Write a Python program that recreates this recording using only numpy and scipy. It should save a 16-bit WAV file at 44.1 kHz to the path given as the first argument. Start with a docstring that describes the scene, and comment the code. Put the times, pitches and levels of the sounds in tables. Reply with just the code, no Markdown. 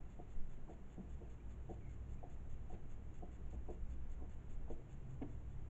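"""High heels knock along a wet pavement as a woman walks past a camera in a quiet street.
Each heel strike rings the shoe, dull and hollow, the sole crushes a little grit, and house fronts
throw it back. Wind rumbles on the microphone over a low drone and distant traffic, and a far bird
chirps. The camera whines faintly, and its small motor buzzes the case five times a second."""
import sys
import numpy as np
from scipy import signal
from scipy.fft import rfft, irfft
from scipy.io import wavfile
from scipy.ndimage import uniform_filter1d

SR = 44100
rng = np.random.default_rng(int(sys.argv[2]) if len(sys.argv) > 2 else 0)


def store_pcm(level_fs):
    """Save levels as 16-bit WAV."""
    pcm = np.round(np.clip(level_fs, -1, 1) * 32767).astype(np.int16)
    wavfile.write(sys.argv[1], SR, np.atleast_2d(pcm).T)


N = 250929
TIME, FREQS = np.arange(N) / SR, np.fft.rfftfreq(N, 1 / SR)

# heel strikes, plus two off-beat knocks in mid stride: start_s, contact_s, knock_db, thud_db, clack_db
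WALK_HITS = [(0.189, 0.012, -59, -69, -60.5), (0.687, 0.038, -57.5, -69, -62),
             (0.976, 0.018, -58.5, -51, -68), (1.212, 0.013, -59.5, -81, -74),
             (1.690, 0.026, -52, -55.5, -57), (2.229, 0.016, -62.5, -76, -57.5),
             (2.696, 0.05, -61, -61.5, -60.5), (3.222, 0.02, -58.5, -60, -58),
             (3.526, 0.015, -61, -72, -69.5), (3.685, .015, -50.5, -58, -58),
             (4.208, 0.03, -61, -62.5, -67), (4.699, 0.012, -50.5, -57, -64), (5.215, 0.019, -54, -47, -61)]
# the shoe's hollow ring: pitch_hz, gain_db, t60_s
SHOE_MODES = [(259, -7, 0.078), (348.7, 4, .07), (438, 3, 0.052), (538, -14, 0.022), (606, -3, 0.073),
              (677, -7, 0.13), (890, -16.5, 0.026), (923, -17, 0.01)]
# a shoe dragging on grit: start_s, length_s, level_db, centre_hz
SHOE_DRAGS = [(0.67, 0.024, -65.5, 680), (2.732, 0.029, -73.5, 2270), (4.179, 0.06, -72, 805),
              (4.674, 0.022, -67, 710), (4.79, 0.039, -66, 393), (5.205, 0.05, -60.5, 680),
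              (5.214, 0.024, -66.5, 1970)]
# slapback from fences and house fronts: delay_s, gain_db
SLAPBACKS = [(.028, -17.5), (.054, -17.5), (.072, -20.5), (.11, -26.5)]
# tone of the wind on the microphone: freq_hz, gain_db
WIND_SPECTRUM = [(4, -14.5), (15, 5), (25, -6.5), (33, -21), (42, -13), (52, -21.5), (80, -34),
                 (200, -68.5), (800, -140)]
# the wind's strength: time_s, level_db
WIND_GUSTS = [(0, -50.5), (0.3, -51), (0.42, -34), (0.58, -47.5), (0.8, -53.5), (1.9, -52.5), (2.65, -45),
              (3.3, -50.5), (4.1, -43.5), (4.4, -52), (4.6, -40), (4.9, -51.5), (5.69, -48.5)]
# the two narrow bands of the drone's throb: centre_hz, width_hz, gain_db
THROB_TONES = [(54.05, 1.3, -4), (62.86, 3.3, -1.5)]
# fader rides for the drone's throb, hum and overtone: time_s, gain_db
THROB_RIDE = [(0, -58), (.6, -64), (1.1, -54.5), (2.25, -53.5), (3.2, -57), (3.6, -49.5), (5.05, -58),
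              (5.45, -52)]
HUM_RIDE = [(0, -67), (.85, -74), (1.7, -58), (2.8, -62.5), (3.1, -68.5), (3.7, -63), (4.8, -63),
            (5.5, -58)]
OVERTONE_RIDE = [(0, -67.5), (1.35, -72), (2, -62.5), (3.4, -72), (4.8, -65), (5.08, -55), (5.4, -63.5),
                 (5.69, -58)]
# the bird's calls: start_s, length_s, start_hz, end_hz, level_db
BIRD_CHIRPS = [(1.243, .02, 2730, 2680, -82.5), (1.391, .03, 2370, 2310, -81.5),
               (1.775, 0.19, 2370, 2004, -81.5), (2.172, 0.034, 2410, 2450, -83)]
# fader ride for the motor's buzz: time_s, gain_db
MOTOR_RIDE = [(0, -81), (2.7, -79), (4.9, -78), (5.5, -86)]
# broad tone of the camera's case: freq_hz, gain_db
CASE_SPECTRUM = [(600, -33), (1500, 2), (2800, 1.5), (3600, -11.5), (4100, -12.5), (4550, -12),
                 (5100, -24.5), (6000, -15), (6450, -0.5), (7000, 1.5), (7600, -0.5), (7950, -8.5),
                 (8200, -44.5)]
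# the case's thin rings: pitch_hz, width_hz, boost_db
CASE_MODES = [(6600, 88, 4), (7240, 16, 5), (7520, 13, 8)]
# the camera's thin whines: pitch_hz, level_db
CAMERA_WHINES = [(2777, -100), (7245, -102), (7411, -101)]
# tone of the street's steady wash: freq_hz, gain_db
STREET_SPECTRUM = [(40, 5), (90, 0), (180, -1.5), (250, -7.5), (400, -11), (550, -17.5), (750, -18.5),
                   (1000, -23), (2100, -29.5), (3000, -35), (4000, -44.5), (5000, -53.5), (6000, -46),
                   (6900, -37), (7650, -43), (8300, -57)]


def walk(thud_t60_s=.11, clack_t60_s=.05, clack_hz=725, chatter_per_s=1500, soft_hz=880):
    """Heel strikes and two off-beat knocks: a blow and its chatter ring a knock, a thud and a clack."""
    toward_hz, away_hz, passes_at_s = 195.7, 296.3, 4  # the thud is higher once she has gone past
    soften = signal.butter(4, soft_hz, fs=SR, output="sos")  # rounds off the blow
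    out, t = np.zeros(N), np.arange(SR // 4) / SR
    for start_s, contact_s, knock_db, thud_db, clack_db in WALK_HITS:
        taps = rng.standard_normal(len(t)) * (rng.random(len(t)) < chatter_per_s / SR)
        force = taps / (1 + (t / (1.1 * contact_s)) ** 6)  # the chatter stops as the contact settles
        force /= np.linalg.norm(force) + 1e-9
        force[0] += .012 / contact_s  # the strike: a shorter contact hits harder
        force = signal.sosfilt(soften, force)
        knock = unit_attack(sum(amp(db) * shoe_ring(force, hz, t60) for hz, db, t60 in SHOE_MODES))
        thud = shoe_ring(force, toward_hz if start_s < passes_at_s else away_hz, thud_t60_s)
        clack = shoe_ring(force, clack_hz, clack_t60_s)
        add(out, start_s, amp(knock_db) * knock + amp(thud_db) * thud + amp(clack_db) * clack)
    return out


def shoe_ring(force, hz, t60_s):
    """A force rings one damped mode of the shoe, trimmed to a band around its pitch."""
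    t = np.arange(len(force)) / SR
    mode = np.sin(2 * np.pi * hz * t) * amp(-60 * t / t60_s)
    ringing = signal.fftconvolve(force, mode)[:len(t)]
    band = signal.butter(2, [hz / 1.6, hz * 1.3], "bandpass", fs=SR, output="sos")
    return unit_attack(signal.sosfilt(band, ringing))


def grit(width_octaves=.44, grain_db=3, sole_lag_s=.028, sole_length_s=.036, sole_hz=700):
    """Grains of grit crushed under the sole, at every step and where a shoe drags."""
    out, count = np.zeros(N), SR // 8
    # a rasp trails each hit, louder the longer the contact
    soles = [(start_s + sole_lag_s, sole_length_s, -78 + 201 * contact_s, sole_hz)
             for start_s, contact_s, *_ in WALK_HITS]
    for start_s, length_s, level_db, centre_hz in soles + SHOE_DRAGS:
        grains = rng.standard_normal(count) * amp(grain_db * rng.exponential(1, count))
        octaves_off = np.log2((np.fft.rfftfreq(count, 1 / SR) + 1) / centre_hz)
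        band = np.exp(-(octaves_off / width_octaves) ** 2 / 2)
        rasp = unit(irfft(rfft(grains) * band, count))[:int(length_s * SR)]
        add(out, start_s, amp(level_db) * rasp * signal.windows.tukey(len(rasp), .6))
    return out


def house_echoes(sound, tail_db=-16, t60_s=.64, build_s=.046):
    """Fences and house fronts add a few slapbacks and a thin outdoor tail to the dry sound."""
    t = np.arange(SR) / SR
    tail = rng.standard_normal(SR) * amp(-60 * t / t60_s) * np.clip(t / build_s, 0, 1)
    response = amp(tail_db) * tail / np.linalg.norm(tail)
    for delay_s, gain_db in SLAPBACKS:
        add(response, delay_s, amp([gain_db]))
    return sound + signal.fftconvolve(sound, response)[:N]


def wind():
    """Lumps of pressure buffet the microphone, rising and falling with the gusts."""
    lumps = even_out(noise(colour(WIND_SPECTRUM)), SR // 4)
    return lumps * fader(WIND_GUSTS)


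def drone():
    """A wavering low throb, hum and overtone, like an engine idling far off."""
    throb = sum(amp(db) * wavering_tone(hz, width_hz) for hz, width_hz, db in THROB_TONES)
    hum = wavering_tone(hz=101.2, width_hz=.91)
    overtone = wavering_tone(hz=132.4, width_hz=8.1)
    return fader(THROB_RIDE) * throb + fader(HUM_RIDE) * hum + fader(OVERTONE_RIDE) * overtone


def bird(waver=.037):
    """A far bird whistles short, slightly unsteady glides."""
    out = np.zeros(N)
    for start_s, length_s, start_hz, end_hz, level_db in BIRD_CHIRPS:
        count = int(length_s * SR)
        wobble = unit(uniform_filter1d(rng.standard_normal(SR // 4), 150))[:count]
        pitch_hz = np.linspace(start_hz, end_hz, count) * (1 + waver * wobble)
        whistle = np.sin(2 * np.pi * np.cumsum(pitch_hz) / SR) * np.hanning(count)
        add(out, start_s, amp(level_db) * unit(whistle))
    return out


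def camera_motor(first_s=.0955, every_s=.2, burst_s=.053, tick_hz=150, rub=.31, pip_hz=3466):
    """Each burst is a short run of uneven ticks and rubbing that rings the case, plus a thin pip."""
    stall_at_s, stall_s, delay_share = 3, .047, .45  # one stall; each burst keeps a share of the delay
    starts = np.arange(first_s, N / SR, every_s)
    late = starts > stall_at_s
    starts[late] += stall_s * delay_share ** np.arange(late.sum())
    drive, pips, t = np.zeros(N), np.zeros(N), np.arange(int(burst_s * SR)) / SR
    turns = t * tick_hz
    tick_decay = np.exp(-(turns % 1) / .27)
    pip = np.sin(2 * np.pi * pip_hz * t) * signal.windows.tukey(len(t), .5)
    for start_s in starts:
        tick_size = amp(rng.uniform(-8.7, 3, 64))[turns.astype(int)]
        buzz = (rub + tick_size * tick_decay) * rng.standard_normal(SR // 4)[:len(t)]
        add(drive, start_s, amp(.5) * unit(buzz))
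        add(pips, start_s, amp(-86.5 - .4 * start_s) * pip)  # the pips slowly fade
    return pips + fader(MOTOR_RIDE) * camera_case(drive)


def camera_case(drive):
    """The case colours the motor's vibration and adds a few thin, high rings."""
    response = colour(CASE_SPECTRUM)
    for hz, width_hz, boost_db in CASE_MODES:
        resonance = 1 / (1 + 2j * (FREQS - hz) / width_hz)
        response = response * (1 + (amp(boost_db) - 1) * resonance)
    return irfft(rfft(drive) * unit(response), N)


def camera_whine(width_hz=10):
    """Faint, unsteady whistles from the running camera."""
    return sum(amp(db) * narrow_noise(hz, width_hz) for hz, db in CAMERA_WHINES)


def street(level_db=-59, drift_db=.05, low_cut_hz=35):
    """An almost steady bed of distant traffic and faint microphone hiss."""
    low_cut = FREQS ** 4 / (FREQS ** 4 + low_cut_hz ** 4)
    wash = noise(colour(STREET_SPECTRUM) * low_cut)
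    slow_drift = noise(1 / (1 + (FREQS / 3) ** 4))
    return amp(level_db + drift_db * slow_drift) * wash


def wavering_tone(hz, width_hz):
    """A tone that wavers while its long-term level holds even."""
    return even_out(narrow_noise(hz, width_hz), SR // 3)


def narrow_noise(hz, width_hz):
    """A bell-shaped band of noise at rms 1."""
    return noise(np.exp(-((FREQS - hz) / width_hz) ** 2))


def noise(spectrum):
    """Noise of rms 1 with the given spectrum."""
    return unit(irfft(rfft(rng.standard_normal(N)) * spectrum, N))


def colour(points):
    """An EQ curve: a gain for every frequency from (freq_hz, gain_db) points."""
    hz, db = np.transpose(points)
    return amp(np.interp(np.log(FREQS + 1), np.log(hz + 1), db))


def fader(points):
    """A gain for every moment from (time_s, gain_db) points."""
    return amp(np.interp(TIME, *np.transpose(points)))


def amp(db):
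    """Decibels to gain."""
    return 10 ** (np.asarray(db) / 20)


def unit(x):
    """Scales to rms 1."""
    return x / np.sqrt(np.mean(abs(x) ** 2) + 1e-30)


def unit_attack(x):
    """Scales a hit so that its first 40 ms have rms 1."""
    return x / np.sqrt(np.mean(x[:SR // 25] ** 2))


def even_out(x, window_samples):
    """Holds the running rms near 1."""
    return x / np.sqrt(uniform_filter1d(x ** 2, window_samples))


def add(mix, start_s, sound):
    """Mixes a sound in at a time."""
    part = mix[max(round(start_s * SR), 0):][:len(sound)]
    part += sound[:len(part)]


def scene():
    """Steps and bird among the houses, over street, wind, drone and the camera's own noise, in mono."""
    echoing = house_echoes(walk() + grit() + bird())
    return (echoing + street() + wind() + drone() + camera_motor() + camera_whine())[None]


def record(dry, top_hz=8200, hiss_db=-100, band_limit_hz=15800):
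    """A dull microphone channel, a trace of electronic hiss, then the band limit."""
    eased = dry * signal.windows.tukey(N, .003)
    dull = signal.oaconvolve(eased, signal.firwin(201, top_hz, fs=SR)[None], "same")
    hissy = dull + amp(hiss_db) * rng.standard_normal(N)
    band_limit = signal.firwin(401, band_limit_hz, window=("kaiser", 8), fs=SR)
    return signal.oaconvolve(hissy, band_limit[None], "same")


dry = scene()
out = record(dry)
store_pcm(out)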